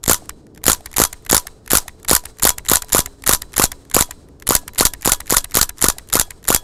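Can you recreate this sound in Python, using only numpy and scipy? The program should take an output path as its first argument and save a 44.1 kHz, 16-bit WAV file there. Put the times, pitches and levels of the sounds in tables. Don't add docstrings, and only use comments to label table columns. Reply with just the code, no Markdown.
import sys
import numpy as np
from scipy import signal
from scipy.fft import rfft, irfft, next_fast_len
from scipy.io import wavfile
from scipy.ndimage import uniform_filter1d, map_coordinates

SR = 44100
rng = np.random.default_rng(int(sys.argv[2]) if len(sys.argv) > 2 else 0)


def gain_from_db(level_db):
    decades = np.asarray(level_db, float) / 20
    return 10 ** decades


def persist_wave(psi):
    counts = np.round(np.clip(psi, -1, 1) * 32767).astype(np.int16)
    wavfile.write(sys.argv[1], SR, np.atleast_2d(counts).T)


N = 292383

# [blast t/s, blast level/dB, crack level/dB, spring ring level/dB, barrel ring level/dB]
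SHOTS = [(.098, -4, 0, -35, -53), (.6826, -2.5, 3, -34.5, -53.5), (1.0017, -5, -2.5, -36, -42),
         (1.3306, -3.5, .5, -32, -52), (1.7346, -5, -.5, -37, -59.5), (2.1139, -3, 2, -31.5, -56),
         (2.4534, -5.5, 2, -33, -41), (2.717, -3.5, .5, -35, -47), (2.9497, -5, -3, -32.5, -50),
         (3.2942, -5.5, 1.5, -34.5, -57), (3.5987, -4, -3, -40, -44), (3.9672, -2.5, -.5, -33.5, -42.5),
         (4.5087, -6, -5.5, -33.5, -52), (4.8103, -5.5, 2, -35, -42), (5.0767, -6, -2.5, -37, -43),
         (5.3255, -7, -5.5, -42, -45), (5.5723, -8, 0, -40.5, -60), (5.8433, -5, 2, -36, -49.5),
         (6.1555, -7.5, -.5, -38.5, -39.5), (6.5047, -6, -2, -37.5, -36)]


def blast():
    ms = np.arange(SR // 20) / SR * 1000 - 4

    def bump(at, width):
        return np.exp(-((ms - at) / width) ** 2)

    swing = 1.55 * bump(0, 0.39) - 0.66 * bump(-0.51, 0.48) - 0.79 * bump(-1.3, 0.12) - 0.19 * bump(1.92, 0.89)
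    shroud_fade = 0.17 * np.exp(-np.maximum(ms - 2.4, 0) / 5.3) * (ms > 2.0)
    shroud = shroud_fade * np.cos(2 * np.pi * (ms - 2.4) / 1.8)
    ground = 0.087 * bump(8.5, 1.2) - .1 * bump(4.0, 0.19)
    trunk_echo = 0.024 * bump(3.3, 2.5) * np.sin(2 * np.pi * 0.705 * ms)
    out = np.zeros(N)
    for s, db, *_ in SHOTS:
        add(out, s - .004, gain_from_db(db + 3.0) * (swing + shroud + ground))
        add(out, s + .1185, gain_from_db(db + 1.5) * trunk_echo)
    return out


def action():
    kinds = contacts()
    blows, struck = clacks(kinds)
    stock = gain_from_db(-15) * uniform_filter1d(blows, size=90, origin=40) * hollow()
    return gain_from_db(-1.8) * struck + loose_buzz(blows) + stock + steel_rings(kinds) + bolt_rings()


# [strike t/s, strike level/dB, knock t/s, knock level/dB, input sag level/dB]
HAMMER = [(0.079, -5, 0.0871, -7, -10), (0.6653, -3, 0.6731, -11, -21.5), (0.9823, -3, 0.9905, -6, -19),
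          (1.3117, -4, 1.3202, -7, -17), (1.7162, -3, 1.724, -9, -27), (2.095, -4, 2.1031, -6, -27),
          (2.4333, -3, 2.4414, -6, -19.5), (2.6981, -4, 2.7065, -9, -27), (2.9311, -3, 2.9394, -7, -27),
          (3.2755, -3, 3.2845, -8, -27), (3.58, -3, 3.5883, -9, -27), (3.9485, -3, 3.9555, -9, -17),
          (4.4901, -4, 4.498, -9, -16.5), (4.7906, -4, 4.7987, -5, -27), (5.0577, -3, 5.0654, -9, -16),
          (5.3065, -3, 5.3148, -8, -27), (5.5528, -3, 5.561, -6, -16.5), (5.8244, -4, 5.8327, -9, -27),
          (6.137, -4, 6.1451, -7, -27), (6.4866, -3, 6.4951, -13, -27)]
# [t/s, level/dB, rebound level/dB, input sag level/dB]
BOLT_BACK = [(.1124, -1, -13, -11.5), (.698, .5, -16, -14), (1.0167, -2.5, -9, -10), (1.346, 1.5, -16, -14),
             (1.752, -1, -11, -13), (2.131, 0, -16, -9.5), (2.4688, -5.5, -2.5, -27), (2.7342, -1, -9, -27),
             (2.9681, -7, -16, -27), (3.3117, -6.5, -9, -27), (3.6177, -7, -1.5, -27),
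             (3.9889, -7, -14, -27), (4.5205, -11, -14.5, -27), (4.83, -13, -18, -27),
             (5.0937, -10, -13, -27), (5.3422, -10, -8, -27), (5.588, -10.5, -10.5, -22),
             (5.8605, -13, -9.5, -24), (6.1678, -11, -16, -18), (6.526, -9, -13, -24)]
# [slam t/s, slam level/dB, bounce t/s, bounce level/dB, input sag level/dB]
BOLT_HOME = [(.1315, -7, .143, -6, -27), (.7169, -4.5, .7307, -9, -27), (1.0372, -2, 1.0495, -8, -27),
             (1.3659, -3.5, 1.3782, -7, -18.5), (1.7708, -2.5, 1.7829, -8.5, -27),
             (2.1503, -2, 2.1629, -7.5, -27), (2.4912, -3, 2.5025, -10.5, -27),
             (2.756, -3.5, 2.7692, -8, -27), (2.9899, -3.5, 3.0032, -11, -10),
             (3.3332, -2, 3.3473, -7, -12), (3.6386, -1, 3.6533, -13, -8.5), (4.008, -3, 4.0225, -8, -10.5),
             (4.5511, 1, 4.5637, -9.5, -12), (4.8519, .5, 4.8668, -7, -8.5), (5.119, 1, 5.1332, -9, -14.5),
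             (5.3675, 2.5, 5.3819, -8.5, -13), (5.6132, 0, 5.6282, -5, -12),
             (5.8844, -1.5, 5.8994, -9, -10), (6.1964, -2, 6.2119, -6.5, -16),
             (6.5464, -2, 6.5615, -6.5, -13)]
# [t/s, level/dB]
LOOSE_PARTS = [(0.1093, -10), (0.1191, -7), (0.1227, -12), (0.6928, -15), (0.7063, -7), (1.0104, -13),
               (1.0238, -11), (1.3528, -9), (1.3562, -12), (1.7439, -13), (1.7471, -15), (1.7621, -13),
               (1.7644, -14), (2.1428, -14), (2.1651, -11), (2.4751, -11), (2.4851, -9), (2.7434, -15),
               (2.7479, -12), (2.7506, -10), (2.9589, -11), (2.9809, -7), (2.9831, -5), (2.9994, -14),
               (3.3032, -13), (3.3266, -9), (3.3308, -10), (3.6087, -15), (3.6301, -12), (3.6359, -11),
               (3.6468, -10), (3.9783, -14), (3.9837, -14), (3.9967, -13), (4.0039, -10), (4.016, -13),
               (4.5311, -15), (4.5336, -15), (4.536, -15), (4.5419, -11), (4.5614, -14), (4.8206, -13),
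               (4.8259, -12), (4.8619, -15), (5.0863, -13), (5.1269, -14), (5.1295, -15), (5.3367, -11),
               (5.364, -14), (5.3756, -13), (5.583, -15), (5.6251, -14), (5.6312, -13), (5.8553, -13),
               (6.164, -14), (6.1787, -14), (6.19, -11), (6.2084, -12), (6.5172, -11), (6.5399, -7)]
# [t/s, level/dB]
SEAR_SCRAPES = [(0.0608, -13), (0.6395, -12), (0.6558, -12), (0.9636, -16), (0.967, -9), (0.9711, -10),
                (1.2948, -16), (1.2977, -8), (1.2998, -8), (1.703, -15), (1.707, -8), (1.7093, -13),
                (2.0803, -17), (2.0841, -9), (2.0885, -11), (2.4215, -16), (2.4248, -9), (2.4275, -11),
                (2.6847, -14), (2.6877, -8), (2.6907, -13), (2.9222, -9), (2.9259, -10), (3.2631, -16),
                (3.2667, -9), (3.2692, -10), (3.563, -17), (3.5663, -9), (3.5694, -12), (3.9394, -16),
                (3.9439, -4), (4.4696, -9), (4.4761, -9), (4.7794, -17), (4.783, -8), (4.7863, -12),
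                (5.0477, -15), (5.0513, -9), (5.2954, -17), (5.3, -9), (5.541, -18), (5.5443, -9),
                (5.8112, -20), (5.816, -8), (6.1252, -19), (6.1289, -8), (6.4743, -21), (6.4813, -7)]
CHATTER_MS = dict(sear=2.8, strike=1.8, follow=2.4, crack=2.5, ground=1.6, back=3, rebound=2.2, home=4, bounce=3.8, loose=1.8)


def contacts():
    shot, _, crack_db, *_ = np.transpose(SHOTS)
    strike, strike_db, follow, follow_db, _ = np.transpose(HAMMER)
    back, back_db, rebound_db, _ = np.transpose(BOLT_BACK)
    home, home_db, bounce, bounce_db, _ = np.transpose(BOLT_HOME)
    cycle = dict(
        sear=np.transpose(SEAR_SCRAPES),
        strike=(strike, strike_db),
        follow=(follow, follow_db),
        crack=(shot - .0021, crack_db),
        ground=(shot + .0033, -10 + 0 * shot),
        back=(back, back_db),
        rebound=(back + .0042, rebound_db),
        home=(home, home_db),
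        bounce=(bounce, bounce_db),
        loose=np.transpose(LOOSE_PARTS))
    return {name: np.c_[s, db, CHATTER_MS[name] + 0 * s] for name, (s, db) in cycle.items()}


# [f/Hz, level/dB over the receiver]
PART_TINTS = dict(sear=[(700, -8), (1500, 0), (4200, 0), (5800, -6), (7500, 1), (9000, -6), (10500, 1),
              (13800, -6)], strike=[(1500, 2), (2100, -4), (3800, 0), (4700, -6), (5400, 0), (6000, -4),
              (7000, 1), (14500, 6)], follow=[(1200, -7), (3000, -6), (4700, 5), (6300, -3), (7000, 3),
              (10000, -8), (14000, -7)], bolt=[(1000, 3), (2500, 1), (5000, -3), (6800, 1), (7500, -3),
              (10000, 1), (15500, 2)], home=[(1500, 0), (2600, -4), (3900, 3), (5500, -1), (6900, 3),
              (13500, 0), (15500, 5)], bounce=[(1000, 0), (2700, -8), (4500, 1), (5900, 3), (8800, -5),
              (9800, 1), (12300, -4)])


def clacks(kinds):
    noise = metal_noise(shell_db=4.5, patchy_db=2.2, grain_db=1.3)
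    parts = {name: np.zeros(N) for name in PART_TINTS}
    for name, rows in kinds.items():
        part = name if name in PART_TINTS else "bolt"
        parts[part] += chatter(rows, rise_ms=0.31, fall_ms=0.65, lead_db=-22.5)
    struck = np.zeros(N)
    for name, envelope in parts.items():
        struck += filtered(envelope * noise, lambda f: gain_from_db(along(PART_TINTS[name], f)))
    return sum(parts.values()), struck


def loose_buzz(blows):
    driven = np.zeros(N)
    for (s, *_), (home, *_) in zip(SHOTS, BOLT_HOME):
        add(driven, s - .021, np.ones(round((home - s + .058) * SR)))
    t = np.arange(SR // 4) / SR
    decay = np.exp(-t / 0.0063) / (0.0077 * SR)
    shake = signal.fftconvolve(blows ** 2 * (driven + .05), decay)[:N]
    level = gain_from_db(-10.5) * np.sqrt(np.abs(shake)) * gain_from_db(2.25 * wobble(250))
    return level * metal_noise(shell_db=1, patchy_db=2.5, grain_db=2.0)


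# [f/Hz, level/dB, t60/s]
STEEL_MODES = [(5949, -35, 0.061), (6930, -24.5, 0.041)]


def steel_rings(kinds):
    rings = np.zeros(N)
    for s, db, _ in np.concatenate(list(kinds.values())):
        for hz, mode_db, t60 in STEEL_MODES:
            louder, sharper = rng.normal(0, 1, 2)
            tone = ring(hz * (1 + 0.0086 * sharper), t60, .0005)
            add(rings, s, gain_from_db(db + mode_db + 5.3 * louder) * tone)
    for s, db, *_ in HAMMER:
        add(rings, s + .004, gain_from_db(db - 17) * ring(6985, .07, .003))
    return rings


# [t/s, level/dB]
HANDGUARD = [
    (0, -58),
    (4.1, -54),
    (4.3, -42),
]


def bolt_rings():
    t = np.arange(SR // 4) / SR
    squeeze = np.sin(2 * np.pi * np.cumsum(np.minimum(900 + 40000 * t, 1450)) / SR)
    squeeze *= t / .006 * np.exp(1 - t / .006)
    rings = np.zeros(N)
    for (s, *_, spring_db, barrel_db), (home, _, bounce, bounce_db, _) in zip(SHOTS, BOLT_HOME):
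        guard_db = np.interp(s, *np.transpose(HANDGUARD))
        kept_db = 60 * np.minimum(t, home + .012 - s) / .12
        add(rings, s + .013, gain_from_db(spring_db + 14 + kept_db - kept_db[-1] / 2) * ring(981, 0.12, 0.0032))
        add(rings, s + .009, gain_from_db(-16) * squeeze)
        add(rings, s + .018, gain_from_db(guard_db + 15) * ring(1760, .08, .003))
        add(rings, home, gain_from_db(guard_db) * ring(1680, .3, .006))
        add(rings, bounce, gain_from_db(barrel_db + 11) * ring(3348, 0.12, .006))
        add(rings, bounce, gain_from_db(bounce_db - 14) * ring(5916, .06, .001))
    return rings


# [slack t/s, slack level/dB, click t/s, wall t/s]
PULLS = [(.56, -39, .548, .5756), (.9144, -29.5, .9294, .94), (1.2234, -45, 1.2494, 1.2636),
         (1.65, -55, 1.661, 1.6766), (1.9983, -42, 2.0298, 2.0477), (2.3702, -40, 2.3854, 2.397),
         (2.6498, -26, 2.6584, 2.6633), (2.884, -30, 2.8925, 2.9), (3.21, -55, 3.2217, 3.2383),
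         (3.5212, -36, 3.5319, 3.5395), (3.851, -39, 3.899, 3.9133), (4.4091, -44, 4.399, 4.4228),
         (4.7343, -30, 4.7476, 4.7576), (5.0106, -29, 5.0214, 5.0273), (5.2588, -32, 5.2687, 5.277),
         (5.4977, -38, 5.5102, 5.5187), (5.7727, -35, 5.7827, 5.7907), (6.0734, -39, 6.088, 6.0997),
         (6.4282, -35, 6.441, 6.4517)]
# [wall level/dB, creep delay t/s, creep level/dB]
WALLS = [(-31, .012, -55), (-24, .011, -41), (-22, .016, -46), (-22, .015, -42), (-23, .016, -48),
         (-22, .013, -43), (-24, .01, -35), (-26, .009, -37), (-22, .013, -45), (-24, .011, -37),
         (-21, .014, -38), (-28, .012, -52), (-27, .01, -39), (-25, .01, -34), (-26, .009, -35),
         (-26, .01, -36), (-27, .011, -34), (-26, .013, -44), (-28, .012, -40)]
# [t/s, level/dB, sear ring level/dB]
RESETS = [(.2926, -18, 0), (.8586, -17, -6), (1.1281, -16.5, -3), (1.4687, -17.5, -3), (1.8801, -19.5, -3),
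          (2.2538, -18.5, 3), (2.5815, -17, -3), (2.8208, -15, -3), (3.059, -16, -3), (3.4183, -14, 0),
          (3.7174, -14.5, -5), (4.1086, -17, -3), (4.6787, -15.5, -3), (4.9354, -15, -8), (5.2031, -16, -3),
          (5.4428, -15, -3), (5.692, -15.5, -3), (5.9833, -19.5, -3), (6.3051, -20.5, -10)]
# [t/s, level/dB, plastic knock level/dB]
FIDGET = [(.0315, -30, -19), (.0386, -8.5, -24), (.0436, -40, -11), (.0557, -25, -12), (.2566, -34, -14),
          (.4672, -42, -9), (.616, -62, 15), (.7475, -19, -15), (1.3975, -19, -15), (.6342, -36, -6),
          (.8072, -36, -8), (2.238, -31, -9), (2.846, -27, -17), (4.286, -43, -6)]


def trigger():
    slack, slack_db, click, wall = np.transpose(PULLS)
    wall_db, creep_s, creep_db = np.transpose(WALLS)
    reset, reset_db, _ = np.transpose(RESETS)
    click_db = -21 - .5 * 1000 * (wall - click)
    even = 0 * wall
    small = np.r_[np.c_[slack, slack_db, even - 7],
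                  np.c_[click, click_db, even - 18],
                  np.c_[wall, wall_db, even - 2],
                  np.c_[wall + creep_s, creep_db, even - 3],
                  FIDGET]
    reset_knock_db = -27
    s, db, knock_db = np.r_[small, np.c_[reset, reset_db, reset_knock_db - reset_db]].T
    hold_ms = np.r_[np.full(len(small), 2.4), 5.5 + 0 * reset]
    ticks = gain_from_db(-5.5) * chatter(np.c_[s, db, hold_ms], rise_ms=.6, fall_ms=1.0, lead_db=-21.5)
    ticks *= metal_noise(shell_db=3.5, patchy_db=1.2, grain_db=1.5)
    settle = np.c_[reset + .011, reset_knock_db - 6.5 + 0 * reset, 3 + 0 * reset]
    knock_rows = np.r_[np.c_[s, db + knock_db, hold_ms], settle]
    knocks = chatter(knock_rows, rise_ms=.8, fall_ms=2.7, lead_db=-25.5) * hollow()
    thin = filtered(ticks + gain_from_db(-2.5) * knocks, lambda f: f ** 4 / (f ** 4 + 780. ** 4))
    return thin + sear_reset()


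def sear_reset():
    sear, dip = np.zeros(N), np.zeros(N)
    for s, db, ring_db in RESETS:
        add(sear, s, gain_from_db(db + ring_db - 39) * ring(3990, .45, .004))
        add(sear, s, gain_from_db(db - 28) * ring(981, 0.13, 0.0037))
        add(dip, s + .004, -gain_from_db(db - 16) * np.hanning(round(.022 * SR)))
    return dip + sear * gain_from_db(3 * wobble(30))


# [f/Hz, level/dB per Hz]
RECEIVER = [(290, -28), (500, -5), (858, -6.5), (992, -2), (1310, 0), (2090, -12.5), (3960, -2),
            (4790, -3.5), (7000, -0.5), (8100, -3), (9240, -3), (12400, -3), (16300, -20.5)]
# [f/Hz, width f/Hz, level/dB]
RECEIVER_WALLS = [(4810, 370, -24), (6920, 260, 5.5), (7466, 750, -5.5), (9866, 480, 7), (12350, 300, -1.5)]


def metal_noise(shell_db, patchy_db, grain_db):
    walls = resonant(RECEIVER_WALLS)
    z = signal.stft(rng.standard_normal(N), nperseg=128)[2]
    field = uniform_filter1d(rng.standard_normal(z.shape), 3, 0)
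    field = unit(uniform_filter1d(field, 4, 1))
    patchy = signal.istft(z * gain_from_db(patchy_db * field), nperseg=128)[1][:N]
    coloured = filtered(patchy, lambda f: gain_from_db(along(RECEIVER, f)) * (1 + gain_from_db(shell_db) * walls(f)))
    return unit(coloured * gain_from_db(grain_db * wobble(900)))


# [f/Hz, width f/Hz, level/dB]
GRIP = [(866, 320, -3), (1266, 330, -5.5), (1870, 430, -1)]


def hollow():
    return unit(filtered(rng.standard_normal(N), resonant(GRIP)))


def chatter(rows, rise_ms, fall_ms, lead_db):
    ms = np.arange(SR // 40) / SR * 1000 - 6
    scrape = gain_from_db(lead_db) * np.exp(-np.abs(ms) / 2.83)
    rise = 1 - np.exp(-np.maximum(ms, 0) / rise_ms)
    out = np.zeros(N + SR)
    for s, db, hold_ms in rows:
        after = np.maximum(ms - 0.65 * hold_ms, 0)
        add(out, s - .0062, gain_from_db(db) * (rise * np.exp(-after / fall_ms) + scrape))
    return out[:N]


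def ring(hz, t60, rise):
    t = np.arange(SR // 4) / SR
    envelope = gain_from_db(-60 * t / t60) * (1 - np.exp(-t / rise)) * (1 - (t / t[-1]) ** 2)
    return envelope * np.sin(2 * np.pi * hz * t)


def thumps(rifle):
    ms = np.arange(SR // 20) / SR * 1000 - 3
    drag = -1.1 * np.exp(np.minimum(ms, 0) / 0.88)
    spring_back = 0.51 * np.exp(-np.maximum(ms, 0) / 3)
    sag = uniform_filter1d(np.where(ms < 0, drag, spring_back), size=24)
    slams = np.r_[np.array(HAMMER)[:, [0, 4]], np.array(BOLT_BACK)[:, [0, 3]], np.array(BOLT_HOME)[:, [0, 4]]]
    out = np.zeros(N)
    for s, db in slams:
        add(out, s + .003 - .0036, gain_from_db(db + 4.65) * sag)
    sway = filtered(np.abs(rifle) ** .7, resonant([(16, 19, 1.5), (44.7, 60, -1.5)]))
    return out + gain_from_db(-6) * sway


# [f/Hz, t60/s, level/dB]
TREES = [(1000, 0.83, -4.5), (2600, 0.95, -17), (4500, 0.96, -12.5), (8300, 0.72, -8.5), (13970, .6, -19)]


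def woods():
    out, table = np.zeros(N), np.array(TREES)
    for s, db, *_ in SHOTS:
        hz, t, z = signal.stft(rng.standard_normal(SR), SR, nperseg=256)
        t60 = along(table[:, :2], hz)[:, None]
        fade_db = along(table[:, [0, 2]], hz)[:, None] - 60 * t / t60
        build = 1 - np.exp(-t / .03)
        tail = signal.istft(z * gain_from_db(fade_db) * build, SR, nperseg=256)[1]
        add(out, s - .015, gain_from_db(.5 * db) * tail)
    bands = resonant([(4000, 150, -2), (5900, 200, -3), (8300, 350, 0)])
    return filtered(out * gain_from_db(2.5 * wobble(40)), lambda f: 1 + bands(f))


# [f/Hz, level/dB per Hz]
AIR = [(12, -35), (24, 1), (70, 6), (216, -5.5), (347, -3.5), (513, -9.5), (849, -19), (1400, -25),
       (2020, -38), (5680, -38), (16000, -51)]
# [t/s, level/dB]
PASSING_CARS = [
    (.45, -45.5),
    (4.6, -52),
]
# [t/s, turning f/Hz, second order level/dB, third order level/dB]
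ENGINE = [
    (1.1, 146, -68.5, -55),
    (2.85, 144.7, -71, -53),
    (2.95, 135.4, -49, -48),
    (3.5, 138.8, -53, -54),
    (5.6, 141.5, -53, -64),
    (5.7, 146, -69, -57),
]


def background():
    now = np.arange(N) / SR
    breeze = unit(filtered(rng.standard_normal(N), lambda f: gain_from_db(along(AIR, f))))
    air = gain_from_db(-46.5 + 1.6 * wobble(7)) * breeze
    swell = sum(gain_from_db(db) * np.exp(-((now - s) / .3) ** 2) for s, db in PASSING_CARS)
    rumble = resonant([(210, 330, 0)])
    cars = swell * unit(filtered(rng.standard_normal(N), lambda f: rumble(f) ** 3))
    s, *columns = np.transpose(ENGINE)
    hz, second_db, third_db = [np.interp(now, s, c) for c in columns]
    turn = 2 * np.pi * np.cumsum(hz * (1 + 0.003 * wobble(20))) / SR
    second = gain_from_db(second_db + 1.8 * wobble(8)) * np.sin(2 * turn)
    third = gain_from_db(third_db + 1.8 * wobble(12) - 1) * np.sin(3 * turn)
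    return air + cars + second + third


def unit(x):
    return x / np.sqrt(np.mean(x ** 2) + 1e-20)


def along(points, hz):
    f, v = np.transpose(points)
    return np.interp(np.log(hz + 1), np.log(f + 1), v)


def filtered(x, response):
    m = next_fast_len(N + SR // 2)
    return irfft(rfft(x, m) * response(np.fft.rfftfreq(m, 1 / SR)), m)[:N]


def resonant(modes):
    def response(f):
        total = 0
        for k, (c, w, db) in enumerate(modes):
            total = total + (-1) ** k * gain_from_db(db) * 1j * f * w / (c * c - f * f + 1j * f * w)
        return total
    return response


def add(track, s, shape):
    part = track[max(round(s * SR), 0):][:len(shape)]
    part += shape[:len(part)]


def wobble(rate):
    knots = rng.standard_normal(int(N * rate / SR) + 4)
    return map_coordinates(knots, [np.arange(N) * rate / SR])


def scene():
    rifle = action() + trigger()
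    return (blast() + rifle + thumps(rifle) + gain_from_db(-25.5) * woods() + background())[None]


def roll_off(x):
    return signal.sosfilt(signal.butter(12, 16460, fs=SR, output="sos"), x)


def record(dry):
    coupled = filtered(dry[0], lambda f: 1j * f / (8 + 1j * f))
    clipped = coupled / (1 + np.abs(coupled) ** 20) ** (1 / 20)
    banded = filtered(clipped, lambda f: 1 / (1 + (f / 16100) ** 60) ** 5)
    return roll_off(banded[None])


dry = scene()
out = record(dry)
persist_wave(out)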